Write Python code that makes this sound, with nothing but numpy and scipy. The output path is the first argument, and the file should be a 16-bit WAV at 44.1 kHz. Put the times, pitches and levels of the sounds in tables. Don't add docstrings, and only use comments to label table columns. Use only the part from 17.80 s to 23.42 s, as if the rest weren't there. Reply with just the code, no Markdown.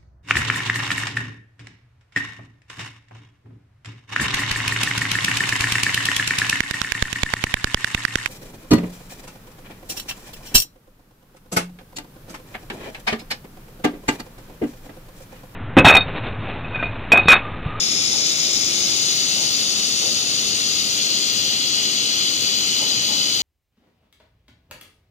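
import sys
import numpy as np
from scipy import signal
from scipy.io import wavfile
from scipy.ndimage import uniform_filter1d

SR = 44100
rng = np.random.default_rng(int(sys.argv[2]) if len(sys.argv) > 2 else 0)


def amp(db):
    return 10 ** (np.asarray(db, float) / 20)


def write(x):
    x = np.atleast_2d(x).T
    wavfile.write(sys.argv[1], SR, np.round(np.clip(x, -1, 1) * 32767).astype(np.int16))


N = 247842


def at_hz(points, hz):
    table = np.array(points)
    return np.interp(np.log(hz + 1), np.log(table[:, 0]), table[:, 1])


def rumble():
    # (frequency [Hz], level [dB per Hz])
    colour = [(12, -50), (20, -17), (43, -18), (87, -7), (204, -2.5), (301, -3.5), (753, -8.5),
              (1020, -12.5), (1150, -13.5), (1500, -44), (2530, -120)]
    # (frequency [Hz], correlation [-1 to 1])
    likeness = [(30, .97), (70, 1), (130, 0.97), (290, 0.98), (500, 0.82), (800, 0.26), (1000, -0.2)]
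    # (frequency [Hz], width [Hz], level [dB])
    duct = [(120, 11, 5.5), (158, 12, 2), (208.9, 6.3, 8.5), (289.4, 20, 5.5), (357, 5.9, 3.5),
            (411, 39, 3)]
    hz, _, z = signal.stft(rng.standard_normal((2, N)), SR, nperseg=8192)
    hz = hz[:, None]
    alike = np.clip(at_hz(likeness, hz), -1, 1)
    mid = np.sqrt(1 + alike) * z[0]
    side = np.sqrt(1 - alike) * z[1]
    colour_db = at_hz(colour, hz)
    for centre_hz, width_hz, db in duct:
        colour_db = colour_db + db / (1 + ((hz - centre_hz) / width_hz) ** 2)
    pair = np.array([mid + side, mid - side]) * amp(colour_db) * (hz < 1150)
    x = signal.istft(pair, SR, nperseg=8192)[1][:, :N]
    return amp(-36.82) * x / np.sqrt(np.mean(x ** 2))


def motor():
    turns_per_s = 48.78
    # (multiple of the turning rate, level [dB])
    partials = [(6, -60), (7, -57), (11, -62), (13, -61), (14, -65), (15, -62), (17, -63)]
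    # (time [s], level [dB])
    hum_swell = [
        (0, -4.5),
        (.4, 4),
        (.8, 5),
        (1.25, 3.5),
        (1.5, 2),
        (3, -5.5),
        (4.5, -3),
        (5.62, -8),
    ]
    t, out = np.arange(N) / SR, np.zeros((2, N))
    swell_db = np.interp(t, *np.transpose(hum_swell))
    for k, db in partials:
        waver = np.interp(t, np.linspace(0, t[-1], num=24), rng.standard_normal(24))
        port_phase = max(k - 6, 0) * 0.2 * np.array([[0], [1]])
        phase = rng.uniform(0, 2 * np.pi) + port_phase + 0.36 * waver
        level = amp(db + 6.5 + swell_db + 2.5 * waver)
        out += level * np.sin(2 * np.pi * k * turns_per_s * t + phase)
    return out


def knocks():
    rise_s, t60_s, ring_width_hz = 0.048, 0.53, 40
    # (time [s], level [dB], pitch of the loudest part [Hz])
    blows = [
        (.3, -38.5, 604),
        (.65, -47.5, 700),
        (1.06, -46.5, 650),
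        (1.55, -37.5, 526),
        (2.2, -36.5, 483),
        (4.98, -38, 530),
        (5.27, -38, 650),
        (5.56, -44, 550),
    ]
    # (frequency [Hz], level [dB])
    shop_modes = [(340, -2), (450, -1), (520, 3.5), (580, 1), (640, -3), (700, -15), (770, 1.5), (840, 1.5),
                  (900, 2), (970, -10), (1040, -3), (1120, -6)]
    t, out = np.arange(N) / SR, np.zeros((2, N))
    r = np.exp(-np.pi * ring_width_hz / SR)
    for hz, mode_db in shop_modes:
        swell = 1e-9
        for at, db, top_hz in blows:
            age = np.clip(t - at, 0, 1)
            tilt_db = -9.5 * np.log2(hz / top_hz) ** 2 + 2.2 * rng.standard_normal()
            decay = amp(db + tilt_db - 60 * age / t60_s)
            swell = swell + decay * np.minimum(age / rise_s, 1) * (age < 1)
        noise = rng.standard_normal((2, N))
        noise[1] = -0.1 * noise[0] + 1.08 * noise[1]
        ring = [1, -2 * r * np.cos(2 * np.pi * hz / SR), r * r]
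        out += amp(mode_db + 24.5) * signal.lfilter([1 - r, 0, r - 1], ring, noise * swell)
    return out * amp([[-1.5], [1.5]])


def buffet():
    # (time [s], length [s], level [dB])
    puff_table = [
        (2.62, 0.18, -51),
        (2.997, 0.71, -57),
        (5.08, .4, -74),
    ]
    t = np.arange(N) / SR
    band = signal.butter(2, [35, 120], "band", fs=SR, output="sos")
    low = signal.sosfilt(band, rng.standard_normal((2, N)))
    level = amp(-70)
    for at, length, db in puff_table:
        level = level + amp(db) * np.sin(np.pi * np.clip((t - at) / length, 0, 1))
    return level * low / low.std()


def spectrum(x):
    hz, s, z = signal.stft(x, SR, nperseg=1024, noverlap=768)
    return hz[:, None], s, z


def wave(z):
    x = signal.istft(z, SR, nperseg=1024, noverlap=768)[1][:, :N]
    return x / np.sqrt(np.mean(x ** 2))


def patches(shape, bins, steps):
    field = rng.standard_normal(shape)
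    for _ in range(2):
        field = uniform_filter1d(field, size=bins, axis=-2)
        field = uniform_filter1d(field, size=steps, axis=-1)
    return field / field.std()


def walls(echoes, hz, travel):
    total = 1
    for start_ms, end_ms, db in echoes:
        lag_ms = start_ms + (end_ms - start_ms) * travel
        total = total + amp(db) * np.exp(-2j * np.pi * hz * lag_ms / 1000)
    return total


def poses(s):
    turn_s, turn_takes_s = (1.13, 3.1), (0.15, 0.55)
    first, second = [(1 + np.tanh((s - at) / takes)) / 2 for at, takes in zip(turn_s, turn_takes_s)]
    return np.array([1 - first, first - second, second])


def jet():
    # (time [s], level [dB])
    flow = [
        (0.0, -23),
        (1.2, -22),
        (1.86, -23),
        (5.53, -23),
        (5.62, -23.5),
    ]
    # (frequency [Hz], level [dB per Hz])
    near_colour = [(1000, -41.5), (1250, -26), (1700, -34.5), (2200, -23.5), (2500, -26), (3300, -21.5),
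                   (4500, -12), (5600, -18), (6700, -14), (7900, -29), (10000, -28.5), (11800, -35),
                   (13900, -42.5), (14700, -29.5), (15500, -30.5)]
    # (frequency [Hz], level [dB])
    shadow = [(900, 1), (1700, 0.5), (2200, 1.5), (2900, 4.5), (3500, 1.25), (4600, -5.5), (5600, -2),
              (6700, -12.5), (7600, -5.5), (8100, -13), (9000, -19.5), (11000, -19), (13900, -27),
              (15000, -19)]
    # (lag at start [ms], lag at end [ms], level [dB])
    near_echoes = [(1.3, 1.06, -22), (1.6, 2.07, -23), (2.5, 3.0, -20.5), (4.3, 4.7, -23)]
    far_echoes = [(.9, 1.3, -19), (2.05, 1.65, -16.5), (2.5, 1.9, -16), (3.7, 2.3, -16)]
    # (frequency [Hz], share [0 to 1])
    common_share = [(1000, 0.097), (1300, 0.4), (1900, 0.27), (2800, .9), (4000, 0.55), (5500, 0.46),
                    (7000, 0.25), (8500, .35), (15000, .1)]
    port_lag = (0.31, .326, .331)
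    # (frequency [Hz], phase [radians])
    bend = [(1950, .3), (2300, -1.0), (2700, 0.63), (4600, 0.28), (4900, -0.84), (5250, 0.58),
            (6800, -0.55), (9000, -1)]
    # (frequency [Hz], width [Hz], near level [dB], far level [dB])
    first_pose = [(2340, 250, 3, 3), (2970, 450, -4, -4), (3590, 120, 5, 5), (3980, 120, -2.5, 1.5),
                  (4310, 140, -4.5, -2.5), (5246, 84, 11.5, 8.5), (6460, 400, 1, 0), (12200, 260, -13.5, 1),
                  (13500, 300, -2, 2)]
    second_pose = [(2265, 80, -3, -6), (2920, 120, 2, 2), (3690, 161, 2, 3.5), (4000, 100, -2, -1),
                   (4845, 120, 5.5, 4.5), (5180, 130, -2.5, -1), (11470, 310, -11.5, -4),
                   (8400, 130, -1.5, -2)]
    third_pose = [(3050, 134, 6, 6.5), (3337, 110, 7.5, 4), (3700, 100, -1, -4.5), (4175, 120, 7, 2.5),
                  (4540, 85, -4, 1.5), (4840, 150, 7, -2), (5420, 100, -4, -4), (5460, 380, -3.5, 1),
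                  (8370, 160, 2, -10), (10880, 820, -7.5, -2.5), (12700, 690, 1, 4.5)]
    before_third = [(6080, 160, 0.68, 5.2), (6700, 120, 3.2, 0.55)]
    all_poses = [(6300, 1200, 0.97, -3), (13750, 390, -1.5, -1)]
    treble_hz, sink_per_s = 7800, 0.0027
    near_treble_db, far_treble_db = (-0.9, 0.6, 0.44), (1, 1, -0.5)

    hz, s, (common, stray) = spectrum(rng.standard_normal((2, N)))
    travel, pose = s / s[-1], poses(s)
    treble = hz > treble_hz
    near_db = at_hz(near_colour, hz) + treble * np.dot(near_treble_db, pose)
    far_db = at_hz(near_colour, hz) + at_hz(shadow, hz) + treble * np.dot(far_treble_db, pose)
    corners = (first_pose, second_pose, third_pose, before_third, all_poses)
    for table, alive in zip(corners, (*pose, 1 - pose[2], 1)):
        for start_hz, width_hz, near_bump_db, far_bump_db in table:
            centre_hz = start_hz * (1 - sink_per_s * s)
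            bump = alive / (1 + ((hz - centre_hz) / width_hz) ** 2)
            near_db = near_db + near_bump_db * bump
            far_db = far_db + far_bump_db * bump

    sway_db = at_hz([(2000, 0.4), (7000, 0.96), (9000, 1.8), (12000, 2.5)], hz)
    sway = patches((2,) + common.shape, bins=3, steps=45) * sway_db
    flutter_db = at_hz([(2000, 0.33), (7000, 0.61), (12000, 0.81)], hz)
    flutter = patches(common.shape, bins=60, steps=4) * flutter_db

    alike = np.clip(at_hz(common_share, hz), 0, 1)
    late = np.exp(-1j * (2 * np.pi * hz * np.dot(port_lag, pose) / 1000 + at_hz(bend, hz)))
    near = common * walls(near_echoes, hz, travel) * amp(near_db + sway[0] + flutter)
    far = np.sqrt(alike) * common * late * walls(far_echoes, hz, travel)
    far = (far + np.sqrt(1 - alike) * stray) * amp(far_db + sway[1] + flutter)
    pair = wave(np.array([near, far]) * (hz > 950))
    flow_db = np.interp(np.arange(N) / SR, *np.transpose(flow))
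    return pair * amp(flow_db + 4.0)


def scene():
    return rumble() + motor() + knocks() + buffet() + jet()


def starve(x):
    # (frequency [Hz], step [dB])
    step_first = [(1250, -14), (1650, 1.5), (2200, 0), (2700, -11), (5700, -16), (8000, -8), (11500, 4.5),
                  (14500, 2)]
    step_second = [(2300, -17), (2800, 2.5), (3300, -14), (5700, -14), (6900, 1), (8200, 5.5), (10000, 8),
                   (15400, 7.5)]
    block, grid, wander_db = 1024, 802, 4.0
    n, k, count = np.arange(2 * block), np.arange(block), N // block + 2
    window = np.sin(np.pi * (n + 0.5) / 2 / block)[:, None]
    basis = np.cos(np.pi / block * np.outer(n + 0.5 + block / 2, k + 0.5)) * window
    basis = basis.astype(np.float32)
    padded = np.pad(x, ((0, 0), (2 * block - grid, 3 * block)))
    blocks = padded[:, np.arange(count)[:, None] * block + n]
    lines = np.tensordot(blocks.astype(np.float32), basis, axes=1)

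    hz = (k + 0.5) * SR / 2 / block
    low = hz < 5000
    lines = np.where(low, [lines[0] + lines[1], lines[0] - lines[1]], lines)
    power = np.mean(lines ** 2, axis=1, keepdims=True)
    usual_low = np.sqrt(uniform_filter1d(power, size=45, axis=2))
    usual_high = np.sqrt(uniform_filter1d(power, size=90, axis=2))
    usual = np.where(low, usual_low, usual_high)

    band = np.where(low, k // 8, 40 + k // 24)
    wander = uniform_filter1d(rng.standard_normal((2, count, block)), size=3, axis=1)
    wander = wander[..., band] * np.sqrt(3)
    step_db = np.array([[at_hz(step_first, hz)], [at_hz(step_second, hz)]])
    step = 1e-9 + usual * amp(step_db + wander_db * wander)
    lines = np.sign(lines) * np.floor(abs(lines) / step + 0.4) * step

    lines = np.where(low, [(lines[0] + lines[1]) / 2, (lines[0] - lines[1]) / 2], lines)
    halves = np.tensordot(lines.astype(np.float32), basis.T, axes=1) * 2 / block
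    halves = halves.reshape(2, count, 2, block)
    joined = (halves[:, 1:, 0] + halves[:, :-1, 1]).reshape(2, -1)
    return joined[:, block - grid:][:, :N]


def band_limit(x):
    return signal.sosfilt(signal.butter(12, 15850, fs=SR, output="sos"), x)


def record(dry):
    top_cut = signal.ellip(12, 0.5, 90, 15440, fs=SR, output="sos")
    mix = starve(signal.sosfilt(top_cut, dry))
    return band_limit(mix)


dry = scene()
out = record(dry)
write(out)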